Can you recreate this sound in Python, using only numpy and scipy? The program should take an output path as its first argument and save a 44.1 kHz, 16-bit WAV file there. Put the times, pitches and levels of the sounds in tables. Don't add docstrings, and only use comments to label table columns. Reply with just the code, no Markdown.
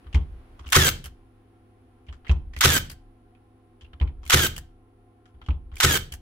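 import sys
import numpy as np
from scipy import signal
from scipy.fft import rfft, irfft
from scipy.io import wavfile
from scipy.ndimage import uniform_filter1d

SR = 44100
rng = np.random.default_rng(int(sys.argv[2]) if len(sys.argv) > 2 else 0)


def output_pcm(signal):
    pcm = np.clip(np.atleast_2d(signal).T, -1, 1) * 32767
    wavfile.write(sys.argv[1], SR, np.round(pcm).astype(np.int16))


def magnitude_from_level(level_db):
    exponent = np.asarray(level_db, float) / 20
    return 10 ** exponent


N = 273854
LEAD_IN = .08


# (driver release [s], level [dB], left-right [dB])
SHOTS = [
    (.722, -1.5, 0),
    (2.608, -3, -1),
    (4.297, -3.5, -0.5),
    (5.801, -4, -0.5),
]


def fire_shots(tool, boom):
    for s, db, pan_db in SHOTS:
        add(tool, s - LEAD_IN, magnitude_from_level(db) * sides(pan_db) * mechanism())
        strike_steel(tool, s, db)
        jolt_bench(boom, s, db)


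# (frequency [Hz], level [dB per Hz])
RATTLE = [(500, -28), (800, -5.5), (1040, -6.5), (1400, -3), (1990, -2), (2900, -4), (4360, -6.5),
          (6000, -10), (7800, -30)]
# (frequency [Hz], width [Hz], level [dB])
MAGAZINE = [(1335, 230, 0), (1440, 43, -2), (1711, 73, -4), (2220, 58, -3), (2490, 13, -4), (2810, 67, -2),
            (3110, 240, -2), (4510, 42, -8), (5640, 100, -8), (6260, 230, -8), (7220, 45, -9),
            (7630, 31, -12)]
# (frequency [Hz], level [dB per Hz])
HISS = [(2060, -30), (3500, 2), (4410, -7), (5080, -5), (6010, -6.5), (6660, -1), (9190, -8.5),
        (14900, -7.5), (16300, -32.5)]
# (time after release [s], rate [Hz])
MESH = [(.015, 748.8), (.04, 1301), (.06, 2001), (.08, 1780), (.125, 1630), (.142, 1572), (.164, 1550),
        (.18, 1243)]
# (frequency [Hz], width [Hz], level [dB])
HOUSING = [(1200, 500, -4), (1600, 1100, -4), (1760, 450, -5), (3250, 770, -1.5), (3870, 330, -8),
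           (5650, 330, -2.5), (6570, 320, -1), (7880, 200, -2), (9600, 230, -6.5), (9000, 28000, -15)]


def mechanism():
    t = np.arange(-LEAD_IN, .202, 1 / SR)
    size = len(t)
    rattle, hiss, gear = effort(t)
    grit = magnitude_from_level(2.5 * wander(size, 30)) * magnitude_from_level(2.5 * wander(size, 150))

    def rattle_gain(hz):
        plates = sum(bell(hz, f, w) ** 2 for f, w, _ in MAGAZINE)
        return magnitude_from_level(read(RATTLE, hz)) * (1 + plates)

    out = rattle * grit * noise(size, rattle_gain)
    out += hiss * grit * noise(size, lambda hz: magnitude_from_level(read(HISS, hz)))

    growl = magnitude_from_level(-5) * np.clip(t / SURGE_END_S, 0, 1) ** 3 * magnitude_from_level(-START_SURGE_DB * (t < SURGE_END_S) / 2)
    out += gear * growl * noise(size, lambda hz: bell(hz, 380, 450) ** 2)

    mesh = np.interp(t, *np.transpose(MESH)) * (1 + .004 * wander(size, 150))
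    turns = np.cumsum(mesh) / SR
    for k in range(1, 11):
        housing = sum(magnitude_from_level(db) * bell(k * mesh, f, w) ** 2 for f, w, db in HOUSING)
        wobble = magnitude_from_level(3.0 * wander((2, size), 400))
        phase = 2 * np.pi * k * turns
        out += gear * housing * wobble * np.array([np.cos(phase), np.sin(phase)])
    return out


START_SURGE_DB, SURGE_END_S = 9, .049
# (time after release [s], rattle [dB], air hiss [dB])
IMPACTS = [
    (.002, -15, -15.5),
    (.008, -11, -12.5),
    (.042, -13, -13),
    (.047, -8, -9),
    (0.0502, -11, -12),
    (.17, -28, -24),
]


def effort(t):
    fall = 3000
    stop_s, load_s, unload_s = .172, 0.13, 0.1625
    steady = hump(t, 0, 0.039, stop_s, fall, 1502)
    rush = hump(t, 0, .04, .04, 400.5, fall) * (t > 0)
    creep = hump(t, -55, 0, 0, 300, fall)
    rattle = creep + magnitude_from_level(-13) ** 2 * rush + magnitude_from_level(-23.5) ** 2 * steady
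    hiss = creep * magnitude_from_level(-5.5) + magnitude_from_level(-18) ** 2 * rush + magnitude_from_level(-25.5) ** 2 * steady
    for s, rattle_db, hiss_db in IMPACTS:
        rattle = rattle + hump(t, rattle_db, s, s, 9001, fall)
        hiss = hiss + hump(t, hiss_db, s, s, 9001, fall)
    load_db = -26.5 + 158.5 * np.clip(t - load_s, 0, unload_s - load_s)
    load_db = load_db + START_SURGE_DB * np.clip((SURGE_END_S - t) / 0.0047, 0, 1)
    gear = hump(t, load_db, 0.031, unload_s, 1199.5, 1499)
    return np.sqrt([rattle, hiss, gear])


# (frequency [Hz], t60 [s], level [dB], polarity)
BLADE = [(1500, 0.033, 0, -1), (2070, .03, -3, 1), (1270, .04, -5, 1)]
# (time after release [s], level [dB])
BLADE_HITS = [
    (.007, -13),
    (.038, -15),
    (.0465, -9),
]
# (frequency [Hz], t60 [s], level [dB], polarity)
ROD = [(3230, .3, -3, 1), (3290, .25, -4, -1), (7880, .3, 0, 1), (7960, .28, -2, -1), (9420, .28, -3, 1)]
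# (time after release [s], level [dB])
PINS = [
    (.124, -20.5),
    (.146, -23.5),
    (.167, -25),
]


def strike_steel(tool, s, db):
    blade, rod = ring(BLADE, .0002, .0004), ring(ROD, 1 / SR, .01)
    add(tool, s + .15, magnitude_from_level(db - 41) * np.array([rod, np.roll(rod, 2)]))
    for after, hit_db in BLADE_HITS:
        add(tool[0], s + after, magnitude_from_level(db + hit_db) * blade)
        add(tool[1], s + after + .00008, magnitude_from_level(db + hit_db) * blade)
    for after, pin_db in PINS:
        add(tool, s + after, pin_click(db + pin_db))


def pin_click(db):
    t = np.arange(1500) / SR
    envelope = magnitude_from_level(db - 60 * t / 0.083) * (1 - np.exp(-t / 0.00041))
    return envelope * noise(len(t), lambda f: bell(f, 13600, 3800) ** 2)


# (time after release [s], board level [dB], bench level [dB])
BLOWS = [
    (.039, -21.5, -40),
    (.047, -18.5, -7.5),
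    (.158, -44, -49),
    (.178, -49, -23.5),
    (0.236, -54, -37),
]
# (frequency [Hz], t60 [s], level [dB], polarity)
JOLTED = [(52, .2, -8, 1), (78.7, .22, 0, 1), (99, .3, -14, 1), (108, .35, -19, -1), (131, .21, -4, 1),
          (157, .08, -2, 1), (161, .2, -6, -1)]
# (frequency [Hz], t60 [s], level [dB], polarity)
BOARD = [(210, 0.31, -5.5, 1), (300.7, 0.2, -2, -1), (378.4, 0.08, -0.5, 1), (492, 0.05, 0.5, -1),
         (520, 0.021, -4, 1), (705, 0.096, -9, 1)]
# (frequency [Hz], t60 [s], level [dB], polarity)
RECOIL = [(118, .04, 0, 1), (470, .04, -2, 1), (185, .65, -27, 1)]
# (frequency [Hz], t60 [s], level [dB], polarity)
SWAY = [(30.48, 1.2, 0.0021, 1), (35.15, 0.88, 0.00073, 1)]


def jolt_bench(boom, s, db):
    jolted, board = ring(JOLTED, 0.0026, 0.0091), ring(BOARD, .0006, 0.00057)
    recoil, sway = ring(RECOIL, .001, 0.0012), ring(SWAY, .004, .03)
    add(boom, s + .0403, magnitude_from_level(db) * (magnitude_from_level(-8) * recoil + magnitude_from_level(-31) * sway))
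    for after, board_db, bench_db in BLOWS:
        add(boom, s + after, magnitude_from_level(db) * (magnitude_from_level(board_db) * board + magnitude_from_level(bench_db) * jolted))


# (frequency [Hz], t60 [s], level [dB], polarity)
PRESSED = [(56, .22, -1, 1), (64.4, .35, -10, -1), (76.3, .17, 0, -1), (89, .21, -13, 1),
           (129, .17, -16, -1), (185, .2, -26, 1)]
# (time [s], peak level [dB])
LANDINGS = [(0.056, -34), (0.141, -8.5), (0.594, -37), (0.658, -32), (1.046, -34), (2.081, -30.5),
            (2.291, -8), (2.561, -27.5), (2.906, -38.5), (3.817, -40), (3.93, -38.5), (4.007, -11.5),
            (4.258, -35), (4.572, -35.5), (5.337, -43), (5.409, -43), (5.482, -13.5), (5.55, -47),
            (5.718, -32), (6.117, -31.5)]


def set_down(boom, ticks):
    pressed, sway = ring(PRESSED, .004, 0.00062), ring(SWAY, .004, .03)
    for s, db in LANDINGS:
        add(boom, s + 0.0016, magnitude_from_level(db + 0.7) * (pressed + magnitude_from_level(-25.5) * sway))
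        add(ticks, s + 0.0033, knock(db - 23.5))


def knock(db):
    t = np.arange(9000) / SR

    def wood(f):
        return bell(f, 180, 160) ** 2 + .6 * bell(f, 330, 170) ** 2 + 0.35 * bell(f, 920, 450) ** 2

    return magnitude_from_level(db - 60 * t / 0.26) * (1 - np.exp(-t / 0.0012)) * noise(len(t), wood)


# (peak level [dB], pitch [Hz], treble share [dB])
TRIGGER = [
    (-44, 3000, 2),
    (-33, 2300, -5),
    (-39, 3400, 4.5),
]
TRIGGER_S = (.0445, .0335, .0205)
# (time [s], peak level [dB], pitch [Hz])
LET_GO = [
    (1.041, -31, 2950),
    (2.8968, -30.5, 4770),
    (4.563, -28.5, 2947),
    (6.121, -29, 2900),
]
# (time [s], peak level [dB], pitch [Hz], left-right [dB])
CLICKS = [(.128, -35, 2820, 0), (.1448, -23, 2130, -1.5), (.1535, -24, 2880, 0), (.5922, -40, 1110, -2),
          (.6304, -53, 1107, 3), (.6601, -36, 1158, 0), (.667, -39.5, 2970, 2), (1.0572, -32.5, 1500, -4),
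          (2.0665, -52, 2255, 4), (2.1261, -42, 1374, 2.5), (2.281, -32, 2500, 1.5), (2.311, -31, 1049, 11),
          (2.5348, -38, 1960, -1), (2.5642, -30.5, 2005, -1.5), (3.81, -40, 3110, -1),
          (4.2317, -44, 1110, 6), (5.2555, -50, 1447, 3.5), (5.439, -52, 3250, 1), (5.462, -43, 3030, -0.5),
          (5.7379, -49, 1960, -11)]
# (time [s], peak level [dB], pitch [Hz], left-right [dB])
TAPS = [(.0425, -54, 1040, 4), (.0672, -44.5, 1200, 1.5), (.1744, -38, 1030, 3.5), (.186, -50, 3280, 1),
        (.2107, -43, 1004, 2.5), (.6427, -43, 1206, -1), (2.0852, -37, 2980, -2.5),
        (2.2465, -40.5, 1289, 8), (2.2665, -34.5, 2137, -5), (2.2945, -16, 2610, -5),
        (2.33, -52.5, 1380, 1), (2.3603, -49.5, 1048, -6.5), (3.3496, -57, 2490, -1),
        (3.8452, -47.5, 2744, -1.5), (3.932, -41, 1270, 0.5), (3.9995, -35.5, 3120, -3.5),
        (4.012, -26, 2220, -5.5), (4.0244, -36, 991, 10), (4.05, -49, 1140, -2.5),
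        (4.0741, -41.5, 2280, 2.5), (4.0902, -53, 1367, 3.5), (5.3413, -61.5, 1360, 5.5),
        (5.4147, -37, 1280, 3.5), (5.4854, -28, 1152, -3), (5.5044, -33.5, 2700, 1.5),
        (5.531, -47.5, 3300, 0), (5.7164, -42, 1210, 3)]


def small_parts():
    out = np.zeros((2, N))
    for s, _, _ in SHOTS:
        for before, (db, hz, treble_db) in zip(TRIGGER_S, TRIGGER):
            add(out, s - before, tick(db, hz, treble_db, .028, 0))
    for s, db, hz in LET_GO:
        add(out, s, tick(db, hz, -2, .045, 0))
        add(out, s + .016, tick(db - 4, 1700, 3, .035, 0))
    for rows, treble_db, t60 in (CLICKS, -12, 0.059), (TAPS, -28, .045):
        for s, db, hz, pan_db in rows:
            scrape_t60 = t60 * np.exp(-.03 * (db + 41))
            add(out, s, tick(db, hz, treble_db, scrape_t60, pan_db))
    return out


def tick(db, hz, treble_db, t60, pan_db):
    t = np.arange(4000) / SR
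    top_hz = 5000 + 12000 * magnitude_from_level(1.2 * min(treble_db, 0))

    def plastic(f):
        clack = 0.37 * f / (f + 500) / (1 + (f / 3700) ** 8)
        return bell(f, hz, 340) ** 2 + clack + 0.32 * bell(f, 3140, 280) ** 2

    body = noise(len(t), plastic)
    snap = noise(len(t), lambda f: (f > 4000) / (1 + (f / top_hz) ** 6))
    grit = magnitude_from_level(3.6 * wander(len(t), 80))
    crack = 0.5 * magnitude_from_level(-60 * t / 0.0046)
    burst = 0.54 * magnitude_from_level(-60 * t / max(1.9 * t60, .01))
    envelope = (1 - np.exp(-t / 0.00056)) * (crack + burst)
    return magnitude_from_level(db - 4.0) * sides(pan_db) * grit * envelope * (body + magnitude_from_level(treble_db) * snap)


# (frequency [Hz], t60 [s])
SHOP = [(60, 0.42), (250, 0.44), (1000, 0.27), (4000, 0.31), (12000, 0.2)]


def shop_echo(x):
    hz, t, z = signal.stft(noise(SR, lambda f: 1 + 0 * f), SR, nperseg=256)
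    decay = magnitude_from_level(-60 * t / read(SHOP, hz)[:, None])
    tail = signal.istft(z * decay, SR, nperseg=256)[1]
    tail = tail * np.clip(np.arange(tail.shape[1]) / SR / 0.032, 0, 1)
    return signal.fftconvolve(x, tail / np.linalg.norm(tail[0]), axes=1)[:, :N]


def rocking():
    jolts, t = np.zeros(N), np.arange(SR) / SR
    swing = ((1 - np.exp(-t / .06)) * magnitude_from_level(-60 * t / .7)) ** 2
    events = [(s, -44 + .3 * db) for s, db in LANDINGS]
    events += [(s, -52 + db) for s, db, _ in SHOTS]
    for s, db in events:
        add(jolts, s, magnitude_from_level(db) ** 2 * swing / swing.max())
    return np.sqrt(jolts)


# (time [s], added to the air noise [dB])
STIR = [
    (0, 8),
    (.6, 8),
    (1.2, 1.5),
    (6.21, -2.5),
]
# (frequency [Hz], level [dB per Hz])
AIR = [(20, -7.5), (35, -4), (80, -6), (130, -23.5), (170, -23), (300, -19), (600, -26), (1200, -27.5),
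       (3000, -36.5), (6700, -52), (9000, -54), (15500, -54.5)]
# (frequency [Hz], width [Hz], level [dB])
HUM = [(253, 110, -6), (377, 78, -7), (727.6, 40, -4.5), (815, 76, -13.5), (1040, 20, -9), (1360, 60, -16)]
# (frequency [Hz], width [Hz], level [dB])
FAN = [(103, 0.87, -61), (256.3, 6.2, -66), (334.6, 2.5, -67), (408, 2.6, -77.5), (500, 0.73, -74.5),
       (706, 6, -82.5), (1090, 6.3, -84.5)]


def background():
    t = np.arange(N) / SR
    stir_db = np.interp(t, *np.transpose(STIR))
    out = magnitude_from_level(-62.5 + stir_db) * noise(N, lambda hz: magnitude_from_level(read(AIR, hz)) * (hz > 20))
    out += magnitude_from_level(-64) * noise(N, lambda hz: sum(magnitude_from_level(db) * bell(hz, f, w) ** 2 for f, w, db in HUM))
    for f, w, db in FAN:
        turns = np.cumsum(f + w * wander(N, 4000)) / SR
        out += magnitude_from_level(db + 3.0) * np.cos(2 * np.pi * turns + np.array([[0], [f / 700]]))
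    out += magnitude_from_level(-84 + .5 * stir_db) * noise(N, lambda hz: bell(hz, 10000, 500))
    return out + rocking() * noise(N, lambda hz: bell(hz, 30, 48) ** 2)


# (frequency [Hz], left-right likeness [0-1])
SAME = [(150, .97), (380, .8), (950, 0.11), (2400, 0.0054)]


def noise(size, gain):
    hz = np.fft.rfftfreq(size, 1 / SR)
    left, other = rfft(rng.standard_normal((2, size)))
    same = np.clip(read(SAME, hz), -1, 1)
    right = same * left + np.sqrt(1 - same ** 2) * other
    return evened(irfft(np.array([left, right]) * gain(hz), size))


def ring(modes, push_s, rise_s):
    t = np.arange(SR) / SR
    out = 0
    for hz, t60, db, sign in modes:
        out = out + np.sign(sign) * magnitude_from_level(db - 60 * t / t60) * np.sin(2 * np.pi * hz * t)
    push = np.hanning(round(push_s * SR))
    return np.convolve(out * (1 - np.exp(-t / rise_s)), push / push.sum())[:SR]


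def hump(t, top_db, start_s, end_s, rise_db_per_s, fall_db_per_s):
    rise_db = rise_db_per_s * np.maximum(start_s - t, 0)
    fall_db = fall_db_per_s * np.maximum(t - end_s, 0)
    return magnitude_from_level(top_db - rise_db - fall_db) ** 2


def bell(hz, centre_hz, width):
    return 1 / np.sqrt(1 + (2 * (hz - centre_hz) / width) ** 2)


def wander(shape, size):
    return evened(uniform_filter1d(rng.standard_normal(shape), size=size))


def evened(x):
    return x / np.sqrt(np.mean(x ** 2) + 1e-20)


def read(points, hz):
    f, value = np.transpose(points)
    return np.interp(np.log(hz + 1), np.log(f + 1), value)


def sides(pan_db):
    return magnitude_from_level(np.array([[pan_db / 2], [-pan_db / 2]]))


def add(mix, s, sound):
    part = mix[..., round(s * SR):][..., :sound.shape[-1]]
    part += sound[..., :part.shape[-1]]


def scene():
    tool, ticks, boom = np.zeros((2, N)), small_parts(), np.zeros((1, N))
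    fire_shots(tool, boom)
    set_down(boom, ticks)
    echo = shop_echo(magnitude_from_level(-16) * tool + magnitude_from_level(-21.5) * ticks + magnitude_from_level(-12.5) * boom)
    return tool + ticks + boom + echo + background()


def low_pass(x):
    return signal.sosfilt(signal.butter(12, 16450, fs=SR, output="sos"), x)


def record(dry):
    squeezed = dry / (1 + np.abs(dry / 1.05) ** 4) ** .25
    band_edge = signal.firwin(255, 15950, fs=SR)[None]
    mix = signal.oaconvolve(squeezed, band_edge, "same")
    return low_pass(mix)


dry = scene()
out = record(dry)
output_pcm(out)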